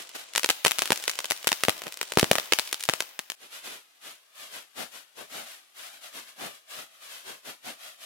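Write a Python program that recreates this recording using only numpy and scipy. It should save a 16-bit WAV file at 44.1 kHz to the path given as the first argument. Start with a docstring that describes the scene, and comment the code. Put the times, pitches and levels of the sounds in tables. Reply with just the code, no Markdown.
"""A soft hiss and fizz, then a volley of sharp cracks: a hand-held firework sprays sparks at night.
Each bursting star sends out a blast wave, followed by its reflection from the ground, a second crack
and the echo of the yard; the loudest overload the microphone some metres away. The crackling cuts off
abruptly, and soft, uneven spurts of hiss follow."""
import sys
import numpy as np
from scipy import signal
from scipy.fft import rfft, irfft, next_fast_len
from scipy.io import wavfile
from scipy.ndimage import uniform_filter1d

SR = 44100
rng = np.random.default_rng(int(sys.argv[2]) if len(sys.argv) > 2 else 0)


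def store_wav(level_fs):
    """Save 16-bit WAV to argv[1]."""
    pcm = np.round(np.clip(np.atleast_2d(level_fs), -1, 1) * 32767)
    wavfile.write(sys.argv[1], SR, pcm.T.astype(np.int16))


N = 355005
TIME = np.arange(N) / SR
CRACKLE_END_S = 3.355


def gain_of(db):
    """Amplitude ratio: a factor of ten for every 20 dB."""
    return 10 ** (np.asarray(db) / 20)


def unit_rms(x):
    """Normalisation to a mean power of 1."""
    return x / np.sqrt(np.mean(x ** 2) + 1e-20)


def curve_at(points, hz):
    """Interpolation of (Hz, value) rows on a logarithmic frequency axis."""
    f, value = np.transpose(points)
    return np.interp(np.log(hz + 1), np.log(f + 1), value)


def leaning(db):
    """Level difference: gains of the two microphone ports for a lean, left minus right, in dB."""
    return gain_of(db * np.array([[.5], [-.5]]))


def add(mix, start_s, sound):
    """Superposition: a stereo sound adds to the mix from its start time."""
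    part = mix[:, max(round(start_s * SR), 0):][:, :sound.shape[1]]
    part += sound[:, :part.shape[1]]


def convolve(x, taps):
    """Linear filtering by an impulse response, cut to the length of x."""
    return signal.fftconvolve(x, taps, axes=1)[:, :x.shape[1]]


def drift(window):
    """Slow random fluctuation: noise averaged twice over a window of samples."""
    return unit_rms(uniform_filter1d(uniform_filter1d(rng.standard_normal(N), window), window))


def blast(length_ms, late_ms=0., dull_hz=np.inf, rebound=6.6, size=2048):
    """Blast wave (1 - u) exp(-u): shock front, suction, slow rebound; a soft reflector dulls it."""
    hz = np.fft.rfftfreq(size, 1 / SR)
    s = 2j * np.pi * hz
    tau = max(length_ms, .02) / 1000
    shock = SR * tau ** 2 * s / (1 + s * tau) ** 2
    high_pass = s * tau * rebound / (1 + s * tau * rebound)
    delay = np.exp(-s * (late_ms + 1) / 1000)  # with 1 ms of lead-in
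    return irfft(shock * high_pass * delay / (1 + hz / dull_hz))


def noise_tail(decay_ms, size=1024):
    """Exponential decay: a short random response, different at each port."""
    ms = np.arange(size) * 1000 / SR
    return rng.standard_normal((2, size)) * np.exp(-ms / decay_ms)


def scatter(decay_ms, ring_hz=2600, ring=0.76):
    """Scattering off rough surfaces: a short spray of unit energy with its own hollow colour."""
    taps = noise_tail(decay_ms)
    resonance = signal.iirpeak(ring_hz * 2 ** rng.uniform(-1, 1), 2, fs=SR)
    taps = taps + ring * signal.lfilter(*resonance, taps)
    taps = signal.lfilter(*signal.butter(1, 600, "high", fs=SR), taps)  # long waves are not scattered
    return unit_rms(taps) / np.sqrt(taps.shape[1])


# Balance of diffuse sound between the ports. Each row: frequency in Hz, lean in dB.
DIFFUSE_LEAN = [(60, -5), (110, 5.5), (200, 0.5), (380, 0.5), (700, 1), (1290, 5.5), (2380, 1.0),
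                (4400, 2.0), (8120, 6), (15000, 4.5)]
def coloured(noise, spectrum):
    """Spectral shaping: diffuse noise takes on a colour and a lean in each band, at rms 1."""
    size = next_fast_len(N)
    hz = np.fft.rfftfreq(size, 1 / SR)
    lean_db = np.outer([.5, -.5], curve_at(DIFFUSE_LEAN, hz))
    shaped = rfft(noise, size) * gain_of(curve_at(spectrum, hz) + lean_db)
    return unit_rms(irfft(shaped, size)[:, :N])


# Course of the fizz. Each row: time in seconds, level in dB.
FIZZ_LEVELS = [(0, -50.5), (.3, -52), (.62, -59), (.8, -46), (1.15, -46), (1.45, -50), (1.85, -54.5),
               (2.1, -48.5), (2.7, -51.5), (2.85, -58), (3.0, -52), (3.17, -67)]
# Colour of the fizz. Each row: frequency in Hz, relative spectral density in dB.
FIZZ_SPECTRUM = [(30, -47.5), (100, -21.5), (250, -11), (600, 1), (1500, -3), (3000, 0.5), (5000, -2.5),
                 (8000, -4.5), (12000, -17.5), (16000, -23.5)]
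def fizz(flutter_db=1.5):
    """Amplitude modulation: uneven burning makes a bed of noise flutter. Returns sound and envelope."""
    envelope = gain_of(np.interp(TIME, *np.transpose(FIZZ_LEVELS)))
    flutter = gain_of(flutter_db * drift(300))
    return envelope * flutter * coloured(rng.standard_normal((2, N)), FIZZ_SPECTRUM), envelope


def sparks(fizz_envelope, per_s=120, spread_db=6.0, over_fizz_db=-3):
    """Shot noise: tiny sparks of three sizes snap at random, each size from its own direction."""
    out = 0
    for length_ms, lag_ms in ((.04, 0.041), (.06, 0.0045), (.1, -0.05)):
        fires = rng.random(N) < per_s / 3 / SR
        clicks = fires * gain_of(spread_db * np.minimum(rng.exponential(1, N), 2.5))
        snap = np.array([blast(length_ms, late) + .5 * blast(length_ms, late + 2)
                         for late in (0, lag_ms)])
        snap = snap + .5 * convolve(snap, scatter(decay_ms=0.97))
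        out = out + unit_rms(convolve(np.tile(clicks, (2, 1)), snap))
    return gain_of(over_fizz_db) * fizz_envelope * unit_rms(out)


# Decay of the long echo. Each row: frequency in Hz, reverberation time in seconds.
ECHO_T60 = [(100, 0.6), (500, 0.9), (2500, 1.1), (8000, 0.5), (15000, 1.1)]
# Colour of both echoes. Each row: frequency in Hz, relative level in dB.
ECHO_SPECTRUM = [(60, -12), (250, -4), (700, 1), (2500, -0.5), (6000, 5), (11000, 1.5), (15000, 9)]
def yard_echo(sound, early_db=-13, early_t60=0.049, late_db=-11, echoes_per_s=4000):
    """Reverberation: ground, trees and walls return a quick dense echo and a long faint one."""
    build_up = np.clip(np.arange(SR) / SR / 0.015, 0, 1)
    taps = rng.standard_normal((2, SR)) * (rng.random((2, SR)) < echoes_per_s / SR) * build_up
    hz, age_s, bands = signal.stft(taps, SR, nperseg=256)
    bands = bands * gain_of(curve_at(ECHO_SPECTRUM, hz))[:, None]
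    response = 0
    for db, t60 in ((early_db, early_t60), (late_db, curve_at(ECHO_T60, hz)[:, None])):
        echo = signal.istft(bands * gain_of(-60 * age_s / t60), SR, nperseg=256)[1]
        response = response + gain_of(db) * echo / np.linalg.norm(echo[0])
    return convolve(sound, response)


def hollow_noise(delay_ms=1.9, wander_ms=0.398, share=0.36):
    """Comb filtering: noise interferes with a delayed copy; the hollow colour shifts with the delay."""
    noise, samples = rng.standard_normal((2, N)), np.arange(N)
    delay = (delay_ms + wander_ms * drift(12000)) * SR / 1000
    return noise + share * np.array([np.interp(samples - delay, samples, port) for port in noise])


# Swells of hiss. Each row: time of the crest in seconds, hiss level in dB, rise in ms,
# roar relative to the hiss in dB before the roar's boost.
SWELLS = [(0.0, -39.5, 34, -21), (0.157, -34.5, 10, -15), (0.2, -41, 34, -29), (0.826, -28, 7, -17.5),
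          (0.868, -40, 24, -27), (1.869, -45, 23, -5), (3.441, -48, 43, -17.5), (3.557, -40, 46, -43),
          (3.674, -39, 43, -19.5), (3.733, -42, 53, -18), (4.079, -42, 55.4, -22.5),
          (4.428, -42.5, 70, -27), (4.561, -39.5, 49, -20), (4.808, -36.5, 44, -11),
          (4.964, -44, 51, -23.5), (5.207, -43, 42, -10.5), (5.375, -38.5, 70, -15.5),
          (5.508, -44.5, 71, -47.5), (5.8, -44.0, 43, -29), (5.857, -43, 61, -42), (5.953, -48.5, 41, -25),
          (6.056, -43, 43, -43), (6.179, -39.5, 49, -19.5), (6.295, -47.5, 39, -32),
          (6.442, -38, 60, -10.5), (6.556, -50, 29, -41), (6.733, -41, 45, -43), (6.793, -39.8, 47, -17.5),
          (6.954, -56.0, 54, -30), (7.048, -45.5, 43, -40), (7.143, -42, 75, -34), (7.302, -40.5, 53, -16),
          (7.489, -39.5, 41.4, -14.5), (7.686, -38.5, 45.7, -13), (7.857, -43, 65, -49),
          (8.051, -43, 55, -44)]
# Colours of the hiss and the roar. 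Each row: frequency in Hz, relative spectral density in dB.
HISS_SPECTRUM = [(35, -49.5), (100, -32), (300, -7.5), (450, -11.5), (650, 1), (900, -4.5), (1200, 0),
                 (2200, 0), (3200, 2.5), (5000, -3), (8000, -6), (12000, -5.5), (16000, -17)]
ROAR_SPECTRUM = [(25, -34), (60, -26), (120, -10.5), (260, 4), (460, -0.5), (750, 0.5), (1000, -5),
                 (1500, -6), (3000, -10), (8000, -46)]
# Swing of the swells from side to side. Each row: time in seconds, lean in dB.
SWELL_LEAN = [(3.5, -2), (4.6, 0), (4.85, 3.5), (5.45, -0.1), (8, -0.5)]
def hiss_swells(roar_boost_db=9.5, roar_growth=1.58, abruptness=2.38, fall_per_rise=1.26):
    """Amplitude modulation of noise: soft, uneven whooshes of hiss with a low roar at their crests."""
    t = np.arange(0, N / SR, .001)
    # a faint steady hiss lies under the swells once the crackling ends
    hiss_power, roar_power = np.outer(gain_of([-61, -89]) ** 2, t > CRACKLE_END_S)
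    for crest_s, db, rise_ms, roar_db in SWELLS:
        age = (t - crest_s) * 1000 / rise_ms
        rounded_rise = abs(age) ** abruptness
        fall = np.sqrt(1 + 3 * (age / fall_per_rise) ** 2) - 1  # tends to an exponential decay
        swell_db = -10 * np.where(age < 0, rounded_rise, fall)
        hiss_power += gain_of(db + swell_db) ** 2
        roar_power += gain_of(db + roar_db + roar_growth * swell_db) ** 2
    hiss = np.interp(TIME, t, np.sqrt(hiss_power)) * coloured(hollow_noise(), HISS_SPECTRUM)
    roar = np.interp(TIME, t, np.sqrt(roar_power)) * coloured(hollow_noise(), ROAR_SPECTRUM)
    flutter = gain_of(0.58 * drift(300))
    swing = leaning(np.interp(TIME, *np.transpose(SWELL_LEAN)))
    return (hiss + gain_of(roar_boost_db) * roar) * flutter * swing


def low_thump(decay_ms=2.2, band_hz=(200, 800)):
    """Band-limited decay: a short low-mid thud after each crack, different left and right."""
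    taps = unit_rms(noise_tail(decay_ms))
    return signal.lfilter(*signal.butter(2, band_hz, "band", fs=SR), taps / np.sqrt(taps.shape[1]))


def second_crack(length_ms, longest_ms=.22, dull_hz=22000, lean_db=5, lag_ms=0.15, rough_db=-2):
    """Delayed arrival: an echo or another pop close behind, from the left, with a ragged tail."""
    length_ms = min(length_ms, longest_ms)  # stays sharp even after a heavy blast
    crack = leaning(lean_db) * np.array([blast(length_ms, late, dull_hz) for late in (0, lag_ms)])
    return crack + gain_of(rough_db) * convolve(crack, scatter(decay_ms=1.))


def star_burst(length_ms, ground_ms, lean_db, centre_db=1.76, heavy_ms=0.2, ground_hz=14000):
    """Two-path propagation: a star's blast reaches each port directly and again off the ground."""
    leftness_db = lean_db - centre_db
    right_lag_ms = -0.0151 * leftness_db + .025 * rng.standard_normal()
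    bounce = 0.63 * gain_of(-0.8 * leftness_db)  # stars further left have fallen lower and bounce less
    bounce /= 1 + (length_ms / heavy_ms) ** 4  # heavy blasts go off on the ground and hardly bounce
    ports = [blast(length_ms, late) + bounce * blast(length_ms, late + ground_ms, ground_hz)
             for late in (0, right_lag_ms)]
    return leaning(lean_db) * np.array(ports)


def small_stars(from_s=0.8, to_s=3.08, per_s=8):
    """Uniform chance: faint stars burst at random moments. Returns rows with the columns of STARS."""
    chance = rng.random((round(per_s * (to_s - from_s)), 7))
    times = from_s + (to_s - from_s) * chance[:, 0]
    mean, spread = np.transpose([(-19.5, 2), (.07, .02), (2, .4), (19, 3), (-6.5, 4.5), (2, 2)])
    return np.column_stack([times, mean + spread * (2 * chance[:, 1:] - 1)]).tolist()


# Bursting stars. Each row: start in seconds, level in dB, blast length in ms, ground bounce delay in ms,
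# delay of a second crack in ms, its level relative to the blast in dB, lean of the blast in dB.
STARS = [(.336, -15, .056, 1.4, 9.8, -18, 2.5), (0.3515, -6.5, .13, 1.7, 18, -6, 0.5),
         (0.3603, 3.5, .077, 2.1, 15.7, -13, 2.5), (.379, 3.5, .11, 2.03, 16.4, -11.5, 1),
         (0.4327, -4.5, .1, 1.9, 15, -14, 1), (0.4444, 4, 0.11, 2.15, 16.5, -10.5, 0.5),
         (.49, 0.5, 0.14, 2.4, 13.3, 2.5, 2.5), (0.4995, 2, 0.14, 2.43, 10.6, -10, -1),
         (0.6447, -9, 0.045, 2.1, 16, -11, -4), (.6492, 10.5, 0.12, 1.66, 19.4, -7, 1.5),
         (.662, 0, 0.27, 1.3, 11.7, -11, 8), (0.6667, 5, 0.1, 1.95, 14.1, -6, 3),
         (.7108, -1.5, .1, 1.55, 7.2, .5, 5.5), (.786, -2.5, 0.1, 1.4, 6.1, 1.5, 7.5),
         (0.8205, 1.5, 0.14, 1.65, 15.8, -18, 4.5), (.857, -7, 0.1, 2.2, 19, -3.5, 2),
         (0.9054, 1.5, 0.29, 2.2, 13.4, -20, 2), (0.9203, 8.5, .16, 1.21, 9.1, -11, 3.5),
         (0.9595, -10.5, 0.071, 2.5, 16.2, 1, 3), (1.0397, -10, .075, 2.2, 15.5, -6, 2),
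         (1.0793, 2.5, .1, 2, 16.8, -7, 1.5), (1.1, -8, 0.056, 1.3, 14.2, -1, -2),
         (1.1898, -3.5, .11, 1.9, 14.5, -7.5, 1), (1.2443, -7.5, .11, 1.96, 12, -3, 1.5),
         (1.3035, -4.5, 0.057, 2.4, 24, -12.5, 4.5), (1.3098, 2.5, 0.14, 1.34, 9.9, -6, 6),
         (1.4446, -13.5, 0.15, 1.75, 19, -15, 2), (1.472, 7.5, 0.13, 1.9, 18, -12.5, 10),
         (1.4776, 2.5, 0.062, 2, 22, -22, 1.5), (1.5185, 2, 0.15, 1.07, 10.2, -2, 4.5),
         (1.6364, 4, 0.15, 1.5, 14.4, -11, 1.5), (1.6842, 6.5, .33, 1.5, 10.1, -9.5, 3.5),
         (1.6959, -4.5, 0.18, 1.8, 8.1, -8.5, 6), (1.8194, -14.5, .19, 2.8, 18.6, -3.5, 1.5),
         (1.8683, -15, 0.27, 1.5, 12.4, -3, -0.5), (1.9235, -14, 0.07, 2, 18.4, -3, 1.5),
         (1.973, -15, .08, 1.96, 18, -7, 3), (2.0134, -3.5, .14, 2.1, 16.4, -5, 1.5),
         (2.121, -8.5, .16, 2, 15.6, -5.5, 1), (2.173, 9.5, 0.36, 1.7, 15.8, -12.5, 2.5),
         (2.186, 0, .2, 2.7, 15, -11.5, 11), (2.1954, 8.5, 0.08, 2.3, 16.5, -12, 2),
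         (2.2294, -0.5, 0.81, 2.3, 13.9, -4, 0), (2.3137, 15, 0.19, 1.7, 18, -19, 4),
         (2.355, -.5, 0.19, 1.64, 7.1, -10.5, 7), (2.3839, -1, .15, 1.58, 14.6, -7, -.5),
         (2.5226, 8.5, .11, 2.3, 12.1, -1.5, -1.5), (2.588, 2, .11, 1.26, 7.9, -3, 6),
         (2.6753, -14, .062, 2.4, 16, -25, -2), (2.7282, -1, 0.1, 2.56, 15.8, -6.5, 1),
         (2.8083, -10.5, 0.056, 2.1, 19, -1, 2), (2.8375, -4.5, 0.057, 2.1, 16, -4, 1),
         (2.8893, 4.5, 0.22, 1.6, 7.5, -5.5, 6.5), (2.9369, -2, .16, 1.6, 16.1, -25, 7.5),
         (3.0055, -1, 0.13, 1.94, 17.7, -10, 1.5), (3.1921, -6.5, 0.16, 1.1, 4.64, -10, 3.5),
         (3.3012, -6.5, 0.098, 1.7, 18.2, -5.5, 3.5)]
def crackling_stars(thump_db=-2, near_db=-10, near_ms=2.6, dryness=.4):
    """Superposition of blasts, thuds and second cracks. Returns them and what reaches the yard."""
    heard, to_yard = np.zeros((2, 2, N))
    for start_s, db, length_ms, ground_ms, second_ms, second_db, lean_db in STARS + small_stars():
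        burst = gain_of(db) * star_burst(length_ms, ground_ms, lean_db)
        second = gain_of(db + second_db) * second_crack(length_ms)
        wet = gain_of(-dryness * max(db, 0))  # the loudest stars burst closest, so they sound drier
        thump = gain_of(thump_db) * convolve(burst, low_thump())
        spray = wet * gain_of(near_db) * convolve(burst, scatter(near_ms))
        start_s -= .001  # allows for the blast's lead-in
        add(heard, start_s, burst + thump + spray)
        add(to_yard, start_s, wet * burst)
        for mix in (heard, to_yard):
            add(mix, start_s + second_ms / 1000, second)
    return heard, to_yard


# Frequency responses of the two microphone ports. Each row: frequency in Hz, gain in dB.
LEFT_RESPONSE = [(30, -9), (100, 0.5), (250, 0.5), (700, -4), (1300, -2), (3000, 1.5), (4500, 2), (6000, 3),
                 (8000, 6), (11000, 8.5), (15500, 1)]
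RIGHT_RESPONSE = [(30, -5.5), (100, 4), (250, 3), (700, -2), (1300, -3.5), (3000, 5), (4500, 2),
                  (6000, 4.5), (8000, 1), (11000, 6), (15500, -1.5)]
def microphone_ports(sound, size=2048):
    """Minimum-phase filtering: each port colours a blast without ringing ahead of it."""
    hz = np.fft.rfftfreq(size, 1 / SR)
    response_db = np.array([curve_at(LEFT_RESPONSE, hz), curve_at(RIGHT_RESPONSE, hz)])
    cepstrum = irfft(response_db * np.log(10) / 20)
    cepstrum[:, 1:size // 2] *= 2  # folding onto positive time makes the response causal
    cepstrum[:, size // 2 + 1:] = 0
    return convolve(sound, irfft(np.exp(rfft(cepstrum))))


def scene():
    """Superposition of the sources: the crackling cuts off abruptly and soft spurts of hiss follow."""
    swells = hiss_swells()
    bed, fizz_envelope = fizz()
    snaps = sparks(fizz_envelope)
    blasts, to_yard = crackling_stars()
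    crackle = microphone_ports(blasts + snaps + yard_echo(to_yard)) + bed
    cutoff = np.clip((CRACKLE_END_S - TIME) / 0.0035, 0, 1)
    return crackle * cutoff + swells


def record(dry, shave_hz=250, ceiling=.92, band_limit_hz=16100):
    """Clipping: overload shaves the tips off the loudest blasts, sparing their bass; then a low-pass."""
    excess = dry - np.clip(dry, -1, 1)
    tips = signal.filtfilt(*signal.butter(1, shave_hz, "high", fs=SR), excess)
    clipped = np.clip(dry - tips, -ceiling, ceiling)
    low_pass = signal.firwin(255, band_limit_hz, window=("kaiser", 8), fs=SR)
    return signal.oaconvolve(clipped, low_pass[None], "same", axes=1)


dry = scene()
out = record(dry)
store_wav(out)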